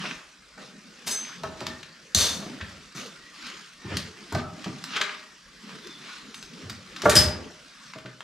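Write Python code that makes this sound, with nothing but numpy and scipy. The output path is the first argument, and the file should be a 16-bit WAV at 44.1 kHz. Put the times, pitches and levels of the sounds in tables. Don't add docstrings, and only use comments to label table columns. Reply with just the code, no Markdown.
import sys
import numpy as np
from scipy import signal
from scipy.fft import rfft, irfft, next_fast_len
from scipy.io import wavfile
from scipy.ndimage import uniform_filter1d

SR = 44100
rng = np.random.default_rng(int(sys.argv[2]) if len(sys.argv) > 2 else 0)


def int16_out(signal):
    q = np.round(np.clip(np.atleast_2d(signal).T, -1, 1) * 32767)
    wavfile.write(sys.argv[1], SR, q.astype(np.int16))


N = 362943

# frequency in Hz, correlation from 0 to 1.
LIKENESS = [(60, 1), (200, 0.9255), (700, 0.733), (3000, 0.726), (12000, 0.83)]


def amp(db):
    return 10 ** (np.asarray(db) / 20)


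def evened(x):
    return x / np.sqrt(np.mean(x ** 2) + 1e-20)


def read(points, hz):
    f, value = np.transpose(points)
    return np.interp(np.log(hz + 1), np.log(f + 1), value)


def add(mix, s, sound, pan_db=0.):
    part = mix[:, round(s * SR):][:, :len(sound)]
    side_gain = amp([[pan_db / 2], [-pan_db / 2]])
    part += side_gain * sound[:part.shape[1]]


def grid(size):
    t = np.arange(N * 4 // size + 5) * size / 4 / SR
    return t, np.fft.rfftfreq(size, 1 / SR)


def correlated(left, other, hz):
    same = np.clip(read(LIKENESS, hz), -1, 1)[:, None]
    return np.array([left, same * left + np.sqrt(1 - same ** 2) * other])


def noise(db, size, patchy_db):
    hz = np.fft.rfftfreq(size, 1 / SR)
    a, b, c, d, patches = rng.standard_normal((db.shape[1], len(hz), 5)).T
    patches = uniform_filter1d(patches, size=6, axis=0)
    patches = evened(uniform_filter1d(patches, size=10240 // size, axis=1))
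    z = correlated(a + 1j * b, c + 1j * d, hz)
    z = z * amp(db + patchy_db * patches)
    return signal.istft(z, nperseg=size, noverlap=size * 3 // 4)[1][:, :N]


def struck(modes, rise_s, rough=0., grip_s=0.005):
    hz, db, t60 = np.transpose(modes)[:, :, None]
    t = np.arange(0, t60.max(), 1 / SR)
    luck = rng.standard_normal((2, len(hz), 1))
    decay = np.exp(-np.log(1000) * t / t60)
    rings = decay * np.sin(2 * np.pi * (hz * t + luck[1]))
    shake = rng.standard_normal((len(hz), len(t)))
    shake = uniform_filter1d(shake, int(grip_s * SR) + 1, axis=1)
    rings = rings * (1 + rough * evened(shake))
    rise = 1 - np.exp(-(t / rise_s) ** 2)
    ring = (amp(db + 2 * luck[0]) * rings).sum(0) * rise
    return ring / abs(ring).max()


def planks(low_hz, high_hz, t60, tilt_db, count):
    return [(f, tilt_db * np.log2(f / low_hz) - 12 * (f / high_hz) ** 4, t60)
            for f in np.geomspace(low_hz, high_hz, count)]


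def burst(colour, rise_s, t60, grain_db):
    t60 = min(t60, .45)
    size = 400 * int(t60 * SR / 400 + 4)
    t, hz = np.arange(size) / SR, np.fft.rfftfreq(size, 1 / SR)
    white = rng.standard_normal(SR // 2)[:size]
    hiss = irfft(rfft(white) * amp(read(colour, hz)))
    grains = np.repeat(amp(grain_db * rng.standard_normal(SR // 100)), 50)[:size]
    shape = amp(-60 * t / t60) * np.minimum(t / rise_s, 1) ** 2
    grainy = uniform_filter1d(grains, size=30) * hiss * shape
    return evened(grainy) * np.sqrt(np.mean(shape ** 2))


def air():
    # frequency in Hz, relative spectral level in dB.
    air_colour = [(24, 5), (60, 9.5), (100, -49), (139, 7.5), (174, 1.5), (838, -17), (1350, 0.5),
                  (4920, -6.5), (11800, -53), (15500, -83.5)]
    t, hz = grid(size=2048)
    field = read(air_colour, hz)[:, None] + 0 * t
    return amp(-56) * evened(noise(field, size=2048, patchy_db=5.0))


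def strokes(t):
    # crest in seconds, rustle level in dB,
    # low shuffle level in dB, swell in seconds, fade in seconds (each time spans drop_at_ends_db).
    stroke_rows = [(0.068, -35, -43, 0.296, 0.141), (.62, -47, -44.5, 0.071, 0.176),
                   (.97, -77, -52, 0.62, 0.72), (1.299, -40.5, -55, 0.384, 0.152),
                   (1.46, -47, -40, 0.097, 0.17), (1.62, -45, -46, 0.14, 0.392),
                   (2.45, -46, -41, 0.283, 0.443), (2.7, -48, -63.5, 0.712, 0.39),
                   (2.98, -39.5, -43, 0.026, 0.225), (3.471, -39.5, -49.5, 0.18, 0.276),
                   (3.931, -36.5, -34, 0.0966, 0.1596), (4.2, -49.5, -49.5, 0.27, 0.28),
                   (4.4, -39.5, -48, 0.171, 0.0425), (4.63, -44, -48, 0.205, 0.54),
                   (4.96, -31.5, -43.5, 0.1134, 0.2098), (5.7, -46, -47.5, 0.244, 1),
                   (6.1, -41.5, -73.5, 0.184, 0.29), (6.62, -46, -44.5, 0.284, 0.42),
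                   (7.05, -39.5, -43.5, 0.189, 0.57), (7.45, -66, -37.5, 0.505, 0.1025),
                   (7.9, -48, -56.5, 0.36, 0.082)]
    drop_at_ends_db = 15
    s, level_db, low_db, swell_s, fade_s = np.transpose(stroke_rows)[:, :, None]
    drop_db = drop_at_ends_db * np.maximum((s - t) / swell_s, (t - s) / fade_s)
    levels = []
    for db, stir_db in ((level_db, -58), (low_db, -79.5)):
        power = amp(2 * stir_db) + amp(2 * (db - drop_db)).sum(0)
        levels.append(10 * np.log10(power))
    return levels


def rustle():
    # frequency in Hz, relative spectral level in dB.
    fibre_colour = [(290, -36.5), (500, -29.5), (1150, 0.5), (2500, -2.5), (3430, -3), (5280, -6.5),
                    (12100, -32.5), (14800, -45.5)]
    shuffle_colour = [(35, -37), (112, -51), (139, -3.5), (193, 3.5), (368, -6), (451, -7), (900, -19),
                      (1170, -51.5), (1980, -120)]
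    dull_hz, dull_per_db, dull_from_db = 3475, .5, -38
    rasp_hz, rasp_octaves = 2845, 0.13
    rasp_per_db, rasp_from_db = 0.16, -49
    t, hz = grid(size=512)
    level_db, low_db = strokes(t)
    slips_db = 1.42 * np.minimum(rng.exponential(1, len(t)), 4)
    treble = np.clip(np.log2(hz / dull_hz + 1e-9), 0, 1.2)[:, None]
    fibres = read(fibre_colour, hz)[:, None] - treble * dull_per_db * (level_db - dull_from_db)
    rasp = np.exp(-(np.log2(hz / rasp_hz + 1e-9) / rasp_octaves) ** 2)[:, None]
    fibres = fibres + rasp * rasp_per_db * (level_db - rasp_from_db)
    fibres = fibres - 10 * np.log10(amp(2 * fibres).sum(0))
    rub = evened(noise(fibres + slips_db, size=512, patchy_db=2.0))
    frames, hz = grid(size=2048)
    shuffle_field = read(shuffle_colour, hz)[:, None] + 0 * frames
    weight = evened(noise(shuffle_field, size=2048, patchy_db=5.0))
    now = np.arange(N) / SR
    return amp(np.interp(now, t, level_db)) * rub + amp(np.interp(now, t, low_db)) * weight


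def hooves():
    # start in seconds, boom, body and knock peak levels in dB,
    # boom frequency of that spot in Hz, knock tilt in dB per octave.
    thud_rows = [(0.036, -81.5, -50, -29, 85, 2.5), (0.574, -84, -64.5, -37, 87, 4),
                 (1.433, -43.5, -39, -23, 80.4, 3), (1.607, -47, -35, -25.5, 87.2, -4),
                 (1.675, -48, -33.5, -40, 71.1, -2), (2.148, -23, -23.5, -50, 75.67, 4),
                 (2.424, -75, -43.5, -35.5, 89.7, -4), (2.459, -77, -30, -35.5, 91, -7),
                 (2.6, -33.5, -62.5, -32.5, 74.9, 8.5), (2.947, -81, -35.5, -40, 67, 5.5),
                 (3.843, -37, -31, -56, 87.5, -0.5), (3.915, -30, -25.5, -32, 79.5, 4),
                 (4.32, -27, -26.5, -25.5, 78.17, 1.5), (4.347, -25, -21, -17, 82, 2),
                 (4.658, -46, -24.5, -29, 94.9, 0), (5.0, -75.5, -51.5, -32, 80, -2),
                 (6.624, -37.5, -56.5, -67, 93.9, -2.5), (6.698, -43.5, -37, -41.5, 88.7, -0.5),
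                 (7.033, -60, -29.5, -20.5, 70, -1.5), (7.054, -28.5, -19, -4.5, 70.9, -1),
                 (7.151, -21, -18.5, -35, 68.96, -7.5), (7.24, -24, -26, -41, 68.7, -2.5),
                 (7.954, -62.5, -38.5, -35.5, 67, 1), (8.048, -81, -36.5, -38, 67.9, 0.5)]
    # mean frequency in Hz, relative level in dB, 60 dB decay time in seconds.
    hoof_modes = [(390, 4, .18), (630, 6, .13), (770, 0, .1), (940, 0, .1), (1130, 0, .13), (1260, -2, .16),
                  (1440, 1, .1), (1760, -4, .1)]
    pair = 1.18
    out, body = np.zeros((2, N)), planks(120.16, 452.37, 0.18, -0.18, count=16)
    knock = planks(380, 2700, 0.08, -2, count=30) + hoof_modes
    for s, boom_db, body_db, knock_db, boom_hz, tilt_db in thud_rows:
        boom = [(boom_hz, 0, .22), (boom_hz * pair, -2, .2), (boom_hz * pair ** 2, -5, .2)]
        add(out, s, amp(boom_db) * struck(boom, rise_s=0.0335, rough=.25, grip_s=0.049))
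        add(out, s, amp(body_db) * struck(body, rise_s=0.00516, rough=0.299, grip_s=0.033))
        tilted = [(hz * rng.normal(1, .03), db + tilt_db * np.log2(hz), t60) for hz, db, t60 in knock]
        add(out, s, amp(knock_db) * struck(tilted, rise_s=0.004, rough=.7, grip_s=.012))
    return out


def ticks():
    # start in seconds, level in dB around 1-3 kHz, relative level in dB around 3-7 kHz.
    tick_rows = [(0.053, -25.5, -13), (.11, -26, -23), (1.281, -40, -1), (1.433, -36.5, 1),
                 (1.603, -33.5, -1.5), (1.665, -24, -3), (1.8285, -33.5, -7), (2.609, -27, -11.5),
                 (3.0591, -40.5, 0.5), (3.466, -34, -4), (3.499, -35, -5), (3.9682, -23, 2),
                 (4.3228, -42, 6.5), (4.347, -29, -2), (4.641, -29, -6.5), (4.8387, -30, 1),
                 (4.961, -21, -9), (4.967, -18.5, -11), (5.0112, -14, -8), (5.093, -26, -23.5),
                 (5.6925, -37.5, -10), (5.87, -40.5, 2), (6.342, -33, -2.5), (6.4252, -37.5, 2),
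                 (6.6962, -30, 0.5), (6.9609, -30, -5.5), (7.018, -25, -3), (7.117, -19, -13),
                 (7.933, -32.5, -9), (7.9832, -37.5, -5), (8.0566, -34, -10.5), (8.205, -32, -7.5)]
    out = np.zeros((2, N))
    for s, low_db, mid_db in tick_rows:
        high_db = -6 + 1.7 * mid_db
        colour = [(500, -35.5), (1100, -0.5), (1900, -1.0), (3000, -1.5), (4500, mid_db + 1.5),
                  (6500, mid_db - 4.5), (9500, high_db - 8.5), (15000, high_db - 17)]
        total_db = 10 * np.log10(1 + amp(2 * mid_db) + amp(2 * high_db))
        tick = burst(colour, rise_s=0.00198, t60=0.03755, grain_db=4.0)
        add(out, s, amp(low_db + total_db) * tick, pan_db=1.33 + 1.5 * rng.standard_normal())
    return out


def clinks():
    # frequency in Hz, relative level in dB, 60 dB decay time in seconds.
    ring_modes = [(4980, -1, 0.2), (6214, 3, 0.45), (8003, 0.5, 0.291), (9570, -8, 0.1), (10510, -2, 0.25),
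                  (12100, -13.5, 0.14), (13010, -15.5, 0.27), (14600, -17, 0.16)]
    snap_modes = [(4939, 13, 0.06), (5130, 11, 0.05), (4968, -2, 0.36), (5166, 11, 0.06), (7750, -4, 0.047),
                  (8356, -2, 0.04), (9060, 1.5, 0.0603), (13330, -20.5, 0.16)]
    # start in seconds, level in dB before the jangle.
    ring_blows = [(1.072, -31), (1.108, -22), (6.343, -41.5)]
    snap_blows = [(7.152, -20), (7.162, -7), (7.168, -4), (7.194, -12)]
    out = np.zeros((2, N))
    for modes, blows, rough in ((ring_modes, ring_blows, .3), (snap_modes, snap_blows, .65)):
        paired = modes + [(hz * 1.008, db, t60) for hz, db, t60 in modes]
        for s, db in blows:
            ring = struck(paired, rise_s=0.0003, rough=rough)
            jangle = rng.standard_normal(SR)[:len(ring)]
            jangle = evened(uniform_filter1d(jangle, size=300))
            add(out, s, amp(db + 2.8 * jangle) * ring, pan_db=2.0)
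    return out


def chatter():
    # frequency in Hz, relative spectral level in dB.
    latch_colour = [(240, -19.5), (450, -13.5), (860, -17), (1100, -12.5), (2500, -10), (5000, -10),
                    (8900, -13.5), (13900, -20.5), (15500, -47)]
    # frequency in Hz, width in Hz, boost in dB at full share.
    latch_rings = [(2200, 1600, -9), (3570, 300, 13), (4350, 300, 11), (6150, 600, 13), (12000, 6000, -4)]
    # start in seconds, level in dB before the envelope, rise in seconds,
    # 60 dB decay time in seconds (capped in burst), share of the resonances from 0 to 1.
    chatter_rows = [(1.057, -17, 0.0216, 0.115, 0.27), (1.108, -29.5, 0.0052, 0.134, 0.81),
                    (2.146, -1.5, 0.00333, 0.0223, 0.8), (2.152, -19.5, 0.0247, 1, 0.64),
                    (2.199, -23, 0.0053, 0.44, 0.93), (2.947, -41.5, 0.0045, 0.448, 0.93),
                    (7.034, -19, 0.0257, 0.0795, 0.56), (7.0958, -11, 0.000525, 0.0242, 0.31),
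                    (7.098, -26, 0.00264, 0.116, 0.2), (7.149, -14.5, 0.00547, 0.23, 0.28)]
    out = np.zeros((2, N))
    hz = np.geomspace(200, 16000, 300)
    rings_db = sum(db / (1 + (2 * (hz - f) / width) ** 2) for f, width, db in latch_rings)
    for s, db, rise_s, t60, share in chatter_rows:
        colour = np.transpose([hz, read(latch_colour, hz) + share * rings_db])
        add(out, s, amp(db) * burst(colour, rise_s, t60, grain_db=4.2), pan_db=1.5)
    return out


def faint_tones():
    # start in seconds,
    # length in seconds, mean frequency in Hz, crest level in dB before the level wanders.
    tone_rows = [(1.66, 0.2, 1805, -44), (3.195, 0.185, 1909, -50.5), (3.767, 0.4, 1810, -51.5),
                 (5.187, 0.24, 1890, -54.5), (5.8, 0.415, 3536, -49.5), (4.4, 0.199, 1301, -43),
                 (6.08, 0.144, 1466, -50.5)]
    out = np.zeros((2, N))
    for s, length_s, hz, db in tone_rows:
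        t = np.arange(0, length_s, 1 / SR)
        level_wander, pitch_wander = (
            evened(uniform_filter1d(rng.standard_normal(SR)[:len(t)], size=size)) for size in (250, 900))
        turns = np.cumsum(hz * (1 + .012 * pitch_wander)) / SR
        swell = np.sin(np.pi * np.sqrt(t / length_s)) ** 2
        add(out, s, amp(db) * (1 + .6 * level_wander) * np.sin(2 * np.pi * turns) * swell)
    return out


def room(x):
    # frequency in Hz, 60 dB decay time in seconds.
    reverb_times = [(60, 0.359), (250, 0.681), (1000, 0.662), (3000, 0.3555), (7000, 0.293), (13000, 0.217)]
    taps = np.zeros((2, SR))
    at = np.arange(320, SR - 20, 20) + rng.integers(0, 20, (2, (SR - 321) // 20))
    np.put_along_axis(taps, at, rng.choice([-1., 1.], at.shape), 1)
    hz, t, z = signal.stft(taps, SR, nperseg=1024)
    z = correlated(z[0], z[1], hz)
    decay = amp(-60 * t / read(reverb_times, hz)[:, None])
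    tail = signal.istft(z * decay, SR, nperseg=1024)[1][:, 160:]
    return signal.fftconvolve(x, tail / np.linalg.norm(tail[0]), axes=1)[:, :N]


def scene():
    floor, small, metal = hooves(), ticks(), clinks() + chatter()
    wet = amp(-6) * floor + amp(-4) * small + metal
    return floor + small + metal + room(wet) + rustle() + faint_tones() + air()


def record(dry):
    size = next_fast_len(N)
    delay = np.exp(-2j * np.pi * .7 * np.fft.rfftfreq(size))
    late = irfft(rfft(dry[0], size) * delay, size)[:N]
    low_cut = signal.butter(2, 50, "high", fs=SR, output="sos")
    cut = signal.sosfilt(low_cut, np.array([late, dry[1]]))
    taps = signal.firwin(511, 15600, window=("kaiser", 9), fs=SR)
    return signal.oaconvolve(np.clip(cut, -1, 1), taps[None], "same")


dry = scene()
out = record(dry)
int16_out(out)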